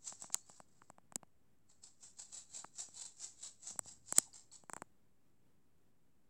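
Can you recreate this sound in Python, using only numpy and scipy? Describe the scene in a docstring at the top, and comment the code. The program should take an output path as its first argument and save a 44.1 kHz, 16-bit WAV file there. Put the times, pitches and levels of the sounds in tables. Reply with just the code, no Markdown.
"""On a sofa in a quiet room, a cat grooms another cat's head close to a small microphone.
Its barbed tongue combs the fur in raspy strokes: a few at first, then, after a pause, a long run.
The strokes are filtered noise: bright for combed hairs, low for the tongue rubbing the coat.
Tiny wet smacks come in among them: a torn-film tick, a pop of falling pitch and a jaw thump.
Loud snaps, short whistles and blips, stray bubbles, a dull cushion rumble and room tone join in."""
import sys
import numpy as np
from scipy import signal
from scipy.fft import rfft, irfft
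from scipy.io import wavfile

SR = 44100
rng = np.random.default_rng(int(sys.argv[2]) if len(sys.argv) > 2 else 0)


def generate_wav(sig):
    """Save sig (samples, or channels by samples) to the path in sys.argv[1] as 16-bit PCM at SR."""
    pcm = np.round(np.clip(np.atleast_2d(sig).T, -1, 1) * 32767).astype(np.int16)
    wavfile.write(sys.argv[1], SR, pcm)


N = 277389  # length of the scene in samples

# Tone colour of a saliva film letting go. Each row: frequency in Hz, filter gain in dB.
TICK_COLOUR = [(2000, -33), (5800, -25), (6900, -18), (7400, -4.5), (7850, -1), (8500, -9), (9500, -17.5),
               (11000, -30.5), (12800, -35.5), (14000, -27), (16000, -36)]
# Tone colour of a harder snap of the film. Each row: frequency in Hz, filter gain in dB.
CRACK_COLOUR = [(500, -19), (1500, -13.5), (2300, -4.5), (3400, -8), (4400, -0.5), (6000, -2), (6900, 12.5),
                (9000, 1.5), (11500, -2), (13000, -15), (15500, -15.5)]


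def undb(db):
    """Turn decibels into a gain."""
    return 10 ** (np.asarray(db) / 20)


def unit(x):
    """Scale a sound to an average (rms) strength of 1."""
    return x / np.sqrt(np.mean(x ** 2))


def fade(t, t60):
    """Die away smoothly from time 0, reaching 60 dB down after t60 seconds."""
    return np.exp(-np.log(1000) * np.maximum(t, 0) / max(t60, 1e-4))


def colour(x, points, size=2048):
    """Filter a sound to the given (Hz, dB) curve, with no sound ahead of its cause."""
    hz, db = np.transpose(points)
    grid = np.maximum(np.arange(size // 2 + 1) * SR / size, 1)
    gain = undb(np.interp(np.log(grid), np.log(hz), db))
    # folding the cepstrum (the spectrum of the log gain) puts the energy as early as possible
    cepstrum = irfft(np.log(gain))
    cepstrum[1:size // 2] *= 2
    cepstrum[size // 2 + 1:] = 0
    response = irfft(np.exp(rfft(cepstrum)))
    return signal.fftconvolve(x, response)[:len(x)]


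def resonance(x, hz, width_hz):
    """Let one narrow band ring, with gain 1 at its centre."""
    b, a = signal.iirpeak(hz, hz / width_hz, fs=SR)
    return signal.lfilter(b, a, x)


def wander(rate, size=N):
    """Join random values of spread 1 by straight lines, rate values a second."""
    return np.interp(np.arange(size) * rate / SR, np.arange(size), rng.standard_normal(size))


def add(out, s, sound):
    """Mix a sound into out, starting at s seconds."""
    i = int(s * SR)
    out[i:i + len(sound)] += sound[:N - i]


def room(room_db=-77, waver_db=1.26, port_hz=7650, port_width_hz=900, port_db=-96):
    """Room tone is low, slightly uneven noise; the microphone port adds a narrow band of hiss."""
    # Tone colour of the room. Each row: frequency in Hz, filter gain in dB.
    room_colour = [(25, -13), (60, -6), (110, -2.5), (200, -4.5), (350, -10), (600, -17.5), (1000, -21),
                   (2000, -26), (4000, -32.5), (16000, -34.5)]
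    rumble = unit(colour(rng.standard_normal(N), room_colour, size=8192))
    hiss = unit(resonance(rng.standard_normal(N), port_hz, port_width_hz))
    return undb(room_db + waver_db * wander(15)) * rumble + undb(port_db) * hiss


def stroke_pressure(t, attack, hold, touch_db, settle_db_per_s=235, tail_db=-25, tail_t60=0.92):
    """The tongue lands softly, presses in, holds and lifts; a faint slow tail outlasts it."""
    press = undb(np.minimum(touch_db - touch_db * t / attack, 0))
    lifted = t - attack - hold  # seconds since the pull ended
    settling = undb(-settle_db_per_s * np.maximum(lifted, 0))
    tail = undb(tail_db) * fade(lifted, tail_t60)
    return press * np.hypot(settling, tail), lifted


def stroke_texture(lifted, rub_db, gap_hz, catch_db=3.5, settle_db=1, snap_rate=170, snap_db=-9,
                   release_t60=0.16, gap_db=-1, gap_width_hz=650, bounce=0.3):
    """Barbs catch and release tufts of hair, making an uneven rasp, over the low rub of the tongue."""
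    # Tone colour of hairs combed by the barbs. Each row: frequency in Hz, filter gain in dB.
    rasp_colour = [(1200, -30), (2000, -25.5), (3200, -21.5), (4100, -15), (5000, -14.5), (5900, -11.5),
                   (6600, -9), (7200, -2.5), (7800, 0), (8500, -13), (9300, -21.5), (10800, -35),
                   (13000, -42.5), (16000, -53.5)]
    # Tone colour of the tongue dragging on the coat. Each row: frequency in Hz, filter gain in dB.
    rub_colour = [(120, -21), (300, -6.5), (500, -7), (780, 3), (1100, -2.5), (1500, -4.5), (2200, -11.5),
                  (4000, -31)]
    size = len(lifted)
    grip = fade(lifted, release_t60)  # 1 until the pull ends, then fading as the barbs leave the fur
    unevenness_db = settle_db + (catch_db - settle_db) * grip
    tufts = undb(unevenness_db * wander(300, size) - 1.5 * grip)
    hairs = unit(rng.standard_normal(size) * undb(2 * wander(5000, size)))
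    # now and then a single hair slips off a barb with a snap: on average snap_rate a second
    hair_snaps = unit((rng.random(size) < snap_rate / SR) * rng.standard_normal(size))
    rasp = colour(hairs * tufts + undb(snap_db) * grip * hair_snaps, rasp_colour)
    # the gap between muzzle and coat resonates
    rasp = rasp + undb(gap_db) * resonance(rasp, gap_hz, gap_width_hz)
    rub = unit(colour(rng.standard_normal(size) * tufts, rub_colour))
    sound = unit(rasp) + undb(rub_db) * rub
    # close reflections off head and sofa, with new delays (in samples) on each stroke
    lags = rng.integers(30, 300, 3)
    reflections = sum(np.roll(sound, lag) for lag in lags)
    return unit(sound + bounce * reflections)


def strokes(trim_db=-0.7, touch_db=-14, graze_db=-2, graze_t60=.45, slide_db=-4, bite_share=.7):
    """The tongue grazes the coat, slides, then its barbs bite; light strokes rub more and rasp less."""
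    # Tongue strokes. Each row: first touch in seconds, level in dB before the common trim,
    # attack in seconds, hold in seconds.
    stroke_list = [(0.032, -44.5, 0.041, 0.0089), (0.168, -54, 0.047, 0.027), (0.3216, -49.5, .002, 0.0097),
                   (0.439, -64, 0.037, 0.1), (0.673, -77.5, 0.016, 0.2), (1.683, -66, 0.013, 0.015),
                   (1.825, -53, 0.014, 0.0013), (1.997, -53.5, 0.043, 0.01), (2.17, -47.5, 0.025, 0.0053),
                   (2.293, -49, 0.048, 0.039), (2.5, -48, 0.046, 0.038), (2.754, -44, 0.04, 0.016),
                   (2.917, -49.5, 0.062, 0.078), (3.171, -45, 0.063, 0.0061), (3.377, -46.5, 0.072, 0.0031),
                   (3.616, -46.5, 0.056, 0.022), (3.829, -52.5, 0.047, 0.022), (4.053, -52.5, 0.04, 0.014),
                   (4.14, -42, .026, .008), (4.332, -58, .006, 0.051), (4.516, -57, 0.005, 0.029),
                   (4.688, -69, 0.019, 0.067)]
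    firm_db, firm_rub_db, rub_slope = -50.5, -19, .35  # a firm stroke, its rub, extra rub per dB lighter
    # the resonance between muzzle and coat changes from stroke to stroke
    usual_gap_hz, gap_spread = 4710, 0.18
    gaps_hz = usual_gap_hz * np.exp(gap_spread * rng.standard_normal(len(stroke_list)))
    out = np.zeros(N)
    for (s, db, attack, hold), gap_hz in zip(stroke_list, gaps_hz):
        start = max(s - .04, 0)  # the graze leads the touch
        t = start - s + np.arange(SR) / SR  # seconds since first touch
        # the barbs slide, more quietly, until they bite partway into the attack
        contact_db = graze_db * (t < 0) + slide_db * (t < bite_share * attack)
        contact = undb(contact_db) * fade(-t, graze_t60)
        pressure, lifted = stroke_pressure(t, attack, hold, touch_db)
        rub_db = firm_rub_db + rub_slope * (firm_db - db)
        texture = stroke_texture(lifted, rub_db, gap_hz)
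        add(out, start, undb(db + trim_db) * contact * pressure * texture)
    return out


def specks(rate=7, speck_db=-72, spread_db=4):
    """Stray tiny bubbles of saliva burst at random, about rate a second, as filtered clicks."""
    bursts = (rng.random(N) < rate / SR) * undb(spread_db * rng.standard_normal(N))
    return undb(speck_db) * colour(bursts, CRACK_COLOUR)


def tear(t, points, threads_db=-19, threads_t60=0.0065):
    """A saliva film tears: one clean break, then a few threads as fading noise; peak 1."""
    film = undb(threads_db) * rng.standard_normal(len(t)) * fade(t, threads_t60)
    film[0] = 1
    sound = colour(film, points)
    return sound / np.abs(sound).max()


def pop(t, pitch_hz, start_hz, open_s=0.00047, peak_s=.0008, scatter_db=3.5):
    """A wet pocket opens between tongue and palate; its pitch drops as it grows, and the mouth rings on."""
    # Ring of the mouth after a pop. 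Each row: usual pitch in Hz, usual level in dB,
    # time to fall by 60 dB in seconds.
    mouth_modes = [(367, -15.5, .016), (540, -17.5, 0.012), (860.4, -17.5, 0.021), (1287, -16.5, 0.008),
                   (2270, -23.5, 0.011), (2980, -19, 0.0053), (4500, -22.5, 0.0026)]
    stretch = 1 + .06 * rng.standard_normal()  # the mouth has a slightly different shape each time
    hz = pitch_hz + (start_hz * stretch - pitch_hz) * np.exp(-t / open_s)
    swell = (t / peak_s * np.exp(1 - t / peak_s)) ** 2
    sound = swell * np.cos(2 * np.pi * np.cumsum(hz) / SR)
    after = np.maximum(t - peak_s, 0)
    for mode_hz, db, t60 in mouth_modes:
        ring = fade(after, t60) * np.sin(2 * np.pi * mode_hz * stretch * after)
        sound = sound + undb(db + scatter_db * rng.standard_normal()) * ring
    return sound


def thump(t, db, jaw_hz=190, soft_db=-52, tension=0.016, jaw_t60=.021, rise_t60=0.0034):
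    """The jaw's soft knock is a short low tone; a harder pull tenses it and raises the pitch."""
    hz = jaw_hz * np.exp(tension * max(db - soft_db, 0))
    shape = fade(t, jaw_t60) * (1 - fade(t, rise_t60))
    return undb(db) * np.sin(2 * np.pi * hz * t) * shape


def smacks(crack_db=-14.5, pop_trim_db=0.5, low_cut_hz=125, size=4096):
    """The film tears with a tick, the pocket pops and the jaw thumps, most under a big, deep pocket."""
    # Wet smacks. Each row: start in seconds, tick level in dB, pop level in dB before the common trim,
    # pitch the pocket falls towards in Hz.
    smack_list = [(0.1244, -58, -41, 640), (0.2224, -33, -51, 580), (0.243, -70, -41, 624),
                  (0.3013, -72, -44, 654), (0.3454, -34, -38, 960), (0.3534, -61, -43, 720),
                  (0.4977, -48, -46, 550), (0.602, -47.5, -41, 590), (0.819, -67, -47, 1090),
                  (0.901, -46.5, -41.5, 608), (0.9836, -61.5, -46.5, 600), (1.1225, -49.5, -43, 613),
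                  (1.1589, -43, -38, 372), (1.2314, -63.5, -43.5, 580), (2.6454, -49, -36, 800),
                  (2.8871, -54, -56, 470), (3.709, -48, -51.5, 473), (3.758, -62, -52, 454),
                  (3.792, -22.5, -33, 670), (3.8596, -47, -52.5, 500), (4.1245, -22, -33, 666),
                  (4.1824, -23.5, -36.5, 1196), (4.1852, -9, -26.5, 448), (4.6372, -55.5, -52.5, 520),
                  (4.6968, -39, -34.5, 800), (4.7343, -31, -33.5, 790), (4.7653, -36.5, -35, 750),
                  (4.778, -68, -48, 700), (4.82, -38.5, -32.5, 696)]
    usual_pop_db, usual_pocket_hz, usual_thump_db = -39, 619.7, -50  # an ordinary smack
    thump_slope, thump_db_per_octave = 0.68, 19  # more thump per dB of pop, per octave deeper
    usual_start_hz, start_hz_per_db = 2490, 35  # a harder pop starts at a higher pitch
    out, t = np.zeros(N), np.arange(size) / SR
    for s, tick_db, pop_db, pitch_hz in smack_list:
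        harder_db = pop_db - usual_pop_db
        octaves_deeper = np.log2(usual_pocket_hz / pitch_hz)
        thump_db = usual_thump_db + thump_slope * harder_db + thump_db_per_octave * octaves_deeper
        tick = tear(t, TICK_COLOUR) + undb(crack_db) * tear(t, CRACK_COLOUR)
        add(out, s, undb(tick_db) * tick)
        start_hz = usual_start_hz + start_hz_per_db * harder_db
        add(out, s, undb(pop_db + pop_trim_db) * pop(t, pitch_hz, start_hz))
        add(out, s, thump(t, thump_db))
    # so small a mouth radiates almost no bass
    low_cut = signal.butter(2, low_cut_hz, "high", fs=SR, output="sos")
    return signal.sosfilt(low_cut, out)


def snaps(tick_db=-6, threads_db=-20, size=4096):
    """Now and then the stretched film breaks all at once with a broad crack."""
    # Hard snaps. Each row: start in seconds, level of the crack in dB.
    snap_list = [(0.3445, -15), (1.1572, -32.5), (1.1585, -21.5), (4.1843, -9.5)]
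    out, t = np.zeros(N), np.arange(size) / SR
    for s, db in snap_list:
        crack = tear(t, CRACK_COLOUR, threads_db)
        tick = tear(t, TICK_COLOUR, threads_db)
        add(out, s, undb(db) * (crack + undb(tick_db) * tick))
    return out


def whistles(waver_hz=55, waver_rate=400):
    """Short whistles and blips, one a falling chirp just before a pop, glide and waver in pitch."""
    # Whistles and blips. Each row: start in seconds, length in seconds, start pitch in Hz and
    # end pitch in Hz (both before the waver), level in dB.
    whistle_list = [(0.379, 0.1, 4100, 4700, -74.5), (2.642, 0.00438, 1645, 640, -46),
                    (4.249, 0.056, 985, 765, -65.5), (4.331, 0.0034, 4820, 4560, -51),
                    (4.515, 0.0041, 4320, 4250, -54)]
    out = np.zeros(N)
    for s, length, start_hz, end_hz, db in whistle_list:
        size = max(int(length * SR), 2)
        hz = np.linspace(start_hz, end_hz, size) + waver_hz * wander(waver_rate, size)
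        tone = np.hanning(size) * np.sin(2 * np.pi * np.cumsum(hz) / SR)
        add(out, s, undb(db) * tone)
    return out


def cushion(hz=90, width_hz=110):
    """The padding gives with a dull rumble, low resonant noise, as the cats' weight shifts."""
    # Level of the rumble, joined by straight lines. Each row: time in seconds, level in dB.
    level_points = [(3.5, -100), (3.75, -71.5), (4.0, -77), (4.2, -76.5), (4.45, -100)]
    level = undb(np.interp(np.arange(N) / SR, *np.transpose(level_points)))
    rumble = resonance(rng.standard_normal(N), hz, width_hz)
    rumble = resonance(rumble, hz, width_hz)  # a second pass makes it duller
    return level * unit(rumble)


def scene():
    """Add strokes, mouth sounds, whistles and cushion to the quiet room."""
    mouth = specks() + smacks() + snaps()
    return (room() + strokes() + mouth + whistles() + cushion())[None]


def record(dry, top_hz=16200, offset=-.0005):
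    """The recorder cuts the highest treble; its converter sits slightly below zero."""
    top_cut = signal.ellip(8, .2, 70, top_hz, fs=SR, output="sos")
    return signal.sosfilt(top_cut, dry) + offset


dry = scene()
out = record(dry)
generate_wav(out)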